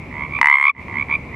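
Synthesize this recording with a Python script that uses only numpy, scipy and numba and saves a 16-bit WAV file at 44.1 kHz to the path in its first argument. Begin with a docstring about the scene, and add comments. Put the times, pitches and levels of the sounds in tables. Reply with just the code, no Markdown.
"""A marsh at night: a low rumble and a far chorus sound throughout, and neighbouring frogs call from the reeds.
From 0.4 to 0.7 s a chorus frog croaks close by, in a rising run of pulses. Each is a burst of the vocal cords
whose octave rings on by resonance in the vocal sac. An automatic gain control ducks the marsh under the
croak, then lets it swell back as the neighbours answer."""
import sys
import numpy as np
from scipy import signal
from scipy.fft import rfft, irfft
from scipy.io import wavfile
from scipy.ndimage import uniform_filter1d
from numba import njit

SR = 44100
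rng = np.random.default_rng(int(sys.argv[2]) if len(sys.argv) > 2 else 0)


def transcribe(signal):
    """Save signal, clipped to [-1, 1], as a 16-bit WAV file at the path in sys.argv[1]."""
    frames = np.atleast_2d(signal).T
    limited = np.clip(frames, -1, 1)
    pcm = np.round(limited * 32767).astype(np.int16)
    wavfile.write(sys.argv[1], SR, pcm)


N = 59535

# Partials of a pulse: multiple of the cord pitch, near level/dB, far level/dB,
# decay rate relative to the ring, left minus right/dB
PARTIALS = [(1, -7.5, -1, 0.93, 1.5), (2, 0.5, 1, 1.083, -1), (3, -25.5, -28, 1.4, -3.5),
            (4, -46, -43.5, 0.98, -2.5), (6, -56.5, -58, 1.5, -1)]
CHANNEL_LAG_S = np.array([[.000022], [0]])  # the left channel lags
ANTIPHASE = np.array([[1], [-1]])


def near_frog():
    """Resonance tuned by inflation: the close croak's pulses climb in pitch as the vocal sac fills."""
    # Bursts of the cords: t/s, relative level/dB, swell time/ms, ring time/ms
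    bursts = [(0.3879, -14.5, 0.8, 1.6), (0.4133, 3.5, 2.3, 2.6), (0.4289, 7, 1.06, 2.2),
              (0.4439, 7.5, 0.75, 3), (0.4572, 10.5, 1.9, 2.06), (0.4706, 13.5, 1.07, 2.9),
              (0.4843, 14, 2.04, 3.3), (0.4982, 17, 2.2, 3.1), (0.5119, 18, 3, 2.5),
              (0.5254, 19.5, 3.5, 3.8), (0.5385, 20.5, 5.1, 2.5), (0.5529, 19.5, 4.3, 3.1),
              (0.5688, 15.5, 2.6, 4), (.5834, 17, 1.7, 3.4), (0.598, 16, 1.7, 3.2), (0.6111, 17.5, 2, 3.9),
              (.6258, 18.5, 1.9, 3.2), (.6385, 18.5, 3.7, 2.8), (0.6524, 21, 2.44, 3.4),
              (0.6644, 19, 7.25, 2.2), (0.6789, 20.5, 5.5, 3), (.6920, 17, 7.1, 6.3)]
    # Resonance of the sac: t/s, f/Hz
    sac_tuning = [(.41, 2035), (.455, 2015), (.475, 2050), (.53, 2080), (.575, 2130), (.63, 2155),
                  (.68, 2190), (.692, 2255)]
    # Boost of the cords' fundamental: t/s, level/dB
    fundamental_boost = [(.413, 7.5), (.43, 2.5), (.53, 0.5), (.585, 0), (.68, 0.5), (.693, 1.5)]
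    # Thin high ring on each pulse: t/s, f/Hz, level re the pulse/dB
    thin_ring = [(0.429, 8130, -38), (.50, 9600, -47), (0.554, 8450, -41), (.625, 8620, -35.5),
                 (.67, 8500, -47.5), (.695, 8350, -51)]
    ring_s, ring_hz, ring_db = np.array(thin_ring).T
    wander_hz = 400 * noise([(20, -2), (1500, 3), (3000, -27.5)])  # roughens the thin ring
    wander_cycles = np.cumsum(wander_hz) / SR
    echo_s, echo_db, rasp_decay_s = .0024, -21, .003
    voice, airflow = np.zeros((2, N)), np.zeros(N)
    for start, db, swell_ms, ring_ms in bursts:
        partial_db = [row[1] for row in PARTIALS]
        partial_db[0] += np.interp(start, *np.array(fundamental_boost).T)
        sac_hz = np.interp(start, *np.array(sac_tuning).T)
        sound, envelope = vocal_pulse(sac_hz, swell_ms, partial_db, ring_ms, bend_per_ms=.013)
        t = np.arange(len(envelope)) / SR
        cycles = np.interp(start, ring_s, ring_hz) * (t - CHANNEL_LAG_S)
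        cycles += wander_cycles[int(start * SR):][:len(t)]
        sound += undb(np.interp(start, ring_s, ring_db)) * envelope * np.sin(2 * np.pi * cycles)
        add(voice, start, undb(db) * sound)
        add(voice, start + echo_s, undb(db + echo_db) * sound)
        add(airflow, start, undb(db) * envelope * np.exp(-t / rasp_decay_s))
    # A body this small radiates low frequencies poorly.
    radiation = signal.butter(4, 814, "high", fs=SR, output="sos")
    return reeds(signal.sosfilt(radiation, voice + air_rasp(airflow)), db=-18.5)


def vocal_pulse(sac_hz, swell_ms, partial_db, ring_ms, bend_per_ms):
    """Damped oscillation: odd partials sag with the cords, even ones settle on the sac's resonance."""
    length_s, closing_s, snap_ms, snap_share = .022, .001, .33, .21
    t = np.arange(int(length_s * SR)) / SR
    ms = t * 1000
    # The cords snap open to part of their full swing, then swell.
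    snap = np.sin(np.pi / 2 * np.minimum(ms / snap_ms, 1)) ** 2
    swell = np.sin(np.pi / 2 * np.minimum(ms / swell_ms, 1)) ** 1.18
    closing = np.clip((length_s - t) / closing_s, 0, 1)
    swing = snap * (snap_share + (1 - snap_share) * swell) * closing
    ring = np.exp(-np.maximum(ms - swell_ms, 0) / ring_ms)
    push = 1 / (1 + (ms / (.77 * swell_ms)) ** 5.6)  # falls from 1 to 0 as the pitch sags
    sag = (1 - push) * min(1, np.sqrt(1.87 / ring_ms))  # a long-held pulse keeps its pitch better
    cord_hz = sac_hz / 2 * (1.004 + .075 * (1 - 2 * sag))
    # The octave starts flat and is pulled sharp by a long swell.
    scoop = .14 * np.exp(-ms / .72)
    half_sac_hz = sac_hz / 2 * (1 + bend_per_ms * swell_ms * push - scoop)
    sound = 0
    for (multiple, _, _, decay_rate, side_db), db in zip(PARTIALS, partial_db):
        hz = multiple * (cord_hz if multiple % 2 else half_sac_hz)
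        phase = 2 * np.pi * (np.cumsum(hz) / SR - hz * CHANNEL_LAG_S)
        sound += undb(db) * pan(side_db) * swing * ring ** decay_rate * np.sin(phase)
    return sound, swing * ring


def air_rasp(airflow):
    """Amplitude modulation: a faint noise of air follows the flow, strongest as the cords open."""
    # Spectrum of the rasp: f/Hz, relative spectral level/dB
    spectrum = [(300, -34), (700, -29.5), (1500, -2), (3000, 3.5), (4300, -16), (7300, -10.5),
                (9500, -26.5), (11000, -30), (16000, -36)]
    rasp = noise(spectrum) + .5 * noise(spectrum) * ANTIPHASE
    return undb(-32) * airflow * rasp


def neighbours():
    """Direct and scattered sound: frogs a few metres off call through the reeds."""
    # Calls: first t/s, last t/s, pulse count, first level/dB, middle level/dB, middle's place (0-1),
    # last level/dB, first f/Hz, last f/Hz, last swell time/ms, fundamental boost/dB, left minus right/dB
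    calls = [(0.1125, 0.2607, 12, -28.5, -17, 0.75, -24.5, 2057, 2175, 4.47, -7, -5),
             (0.2808, 0.387, 9, -30, -16, 0.74, -26, 2162, 2323, 9.2, -8.5, -5.5),
             (0.7493, .8360, 7, -21, -24.5, 0.5, -67, 2036, 2100, 9, -7.5, -4.5),
             (0.8823, 0.967, 7, -22, -26, 0.44, -21, 2150, 2062, 5.2, -4, -4.5),
             (0.9286, 1.0237, 8, -24, -13, 0.64, -15.5, 2050, 2268, 4.16, -12.5, -4.5),
             (1.0410, 1.05, 2, -29.5, -31, 0.39, -36, 2200, 2040, 1.3, -9.5, -2),
             (1.0930, 1.159, 6, -24, -22.5, .4, -34.5, 2093, 2250, 6.7, 0.5, -5),
             (1.0850, 1.149, 6, -23.5, -11.5, 0.35, -11.5, 2224, 2307, 7.13, -19.5, -2),
             (1.3015, 1.3397, 4, -45, -25, 0.82, -27.5, 1900, 2025, 6.9, -6.5, -5)]
    return reeds(sum(far_croak(*call) for call in calls), db=-1.5)


def far_croak(start, end, count, first_db, middle_db, middle_at, last_db,
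              first_hz, last_hz, last_swell_ms, fundamental_db, pan_db):
    """A periodic pulse train: level, pitch and swell time glide through a farther frog's call."""
    first_swell_ms = 1.9
    call = np.zeros((2, N))
    partial_db = [row[2] for row in PARTIALS]
    partial_db[0] += fundamental_db
    for along in np.linspace(0, 1, count):
        db = np.interp(along, [0, middle_at, 1], [first_db, middle_db, last_db])
        swell_ms = first_swell_ms + (last_swell_ms - first_swell_ms) * along
        sac_hz = first_hz + (last_hz - first_hz) * along
        sound, _ = vocal_pulse(sac_hz, swell_ms, partial_db, ring_ms=1.7, bend_per_ms=.010)
        add(call, start + (end - start) * along, undb(db) * sound)
    return call * pan(pan_db)


def chorus(frogs=14):
    """Superposition: the calls of many far frogs overlap into a flutter."""
    centre_hz, spread_hz, lead_s = 2138, 47, .2
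    calls = 0
    for k, (when, pace, pitch, side) in enumerate(2 * rng.random((frogs, 4)) - 1):
        hz = centre_hz + spread_hz * pitch
        start = (k + when / 2) / frogs * (N / SR + lead_s) - lead_s
        calls += far_croak(start, start + .25 + .015 * pace, count=19,
                           first_db=-5, middle_db=0, middle_at=.6, last_db=-2,
                           first_hz=hz - 60, last_hz=hz + 60, last_swell_ms=4,
                           fundamental_db=-16.5, pan_db=5 * side)
    return level(reeds(calls, db=0), db=-45.5)


def reeds(direct, db):
    """Scattering: stems and water add a short, dull, exponentially decaying tail."""
    t60_s, gap_s, cutoff_hz = .039, .003, 1920
    t = np.arange(int(SR / 5)) / SR
    mid, side = rng.standard_normal((2, len(t))) * np.exp(-np.log(1000) * t / t60_s) * (t > gap_s)
    tail = mid + .13 * side * ANTIPHASE
    tail /= np.sqrt(np.sum(tail ** 2, axis=1, keepdims=True))
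    tail = signal.sosfilt(signal.butter(2, cutoff_hz, "low", fs=SR, output="sos"), tail)
    return direct + undb(db) * signal.fftconvolve(direct, tail, axes=1)[:, :N]


def night_air():
    """Interaural coherence: the distant rumble is alike in both ears, the faint hiss is wider."""
    # Spectrum of rumble and hiss: f/Hz, relative spectral level/dB
    spectrum = [(20, -18), (40, -6.5), (65, 2), (150, -0.5), (260, -3), (400, -10), (700, -15), (1050, -12),
                (1600, -29.5), (2300, -8.5), (3000, -33.5), (4500, -40.5), (8000, -48.5), (14000, -58)]
    side = signal.sosfilt(signal.butter(1, 1800, "high", fs=SR, output="sos"), noise(spectrum))
    return undb(-33.5) * (noise(spectrum) + .66 * side * ANTIPHASE)


def noise(points):
    """Spectral shaping: white noise is filtered to (f/Hz, level/dB) points and scaled to unit rms."""
    hz, db = np.array(points).T
    f = np.maximum(np.fft.rfftfreq(N, 1 / SR), 1)
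    response = undb(np.interp(np.log(f), np.log(hz), db))
    return level(irfft(rfft(rng.standard_normal(N)) * response, N), 0)


def undb(db):
    """The decibel scale: 20 dB is a factor of ten in amplitude."""
    return 10 ** (np.asarray(db) / 20)


def level(x, db):
    """Normalisation to a given rms level."""
    return x * undb(db) / np.sqrt(np.mean(x ** 2))


def pan(db):
    """Interaural level difference as left and right gains."""
    return undb(np.array([[db], [-db]]) / 2)


def add(mix, start, sound):
    """Superposition: a sound joins the mix at its start time, as far as it fits."""
    onset = int(start * SR)
    first, last = max(onset, 0), min(onset + sound.shape[-1], N)
    if last > first:
        mix[..., first:last] += sound[..., first - onset:last - onset]


@njit
def gain_control(peak, limit, attack_s, hold_s, hold_share, release_db_per_s):
    """Envelope following: gain drops fast on peaks, holds while the sound is loud, then climbs back."""
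    release = 10 ** (-release_db_per_s / SR / 20)
    gain, envelope, wait = np.empty(len(peak)), limit, 0.
    for i in range(len(peak)):
        wait = hold_s * SR if peak[i] > hold_share * envelope else wait - 1
        if peak[i] > envelope:
            envelope += (peak[i] - envelope) / (attack_s * SR)
        elif wait < 0:
            envelope = max(limit, envelope * release)
        gain[i] = limit / envelope
    return gain


def scene():
    """Sound pressures add: night air, the near frog, its neighbours and the far chorus."""
    return night_air() + near_frog() + neighbours() + chorus()


def record(dry):
    """Compression and saturation: the croak ducks the gain, overshoots clip, and the top is cut."""
    smoothing_s, clip_hardness, top_hz = .00034, 33, 16000
    peak = np.abs(dry).max(axis=0)
    gain = gain_control(peak, limit=.8, attack_s=.00029, hold_s=.017, hold_share=.15,
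                        release_db_per_s=300.)
    ducked = dry * uniform_filter1d(gain, int(smoothing_s * SR))
    clipped = ducked / (1 + np.abs(ducked) ** clip_hardness) ** (1 / clip_hardness)
    return signal.sosfilt(signal.ellip(8, .2, 70, top_hz, fs=SR, output="sos"), clipped)


dry = scene()
out = record(dry)
transcribe(out)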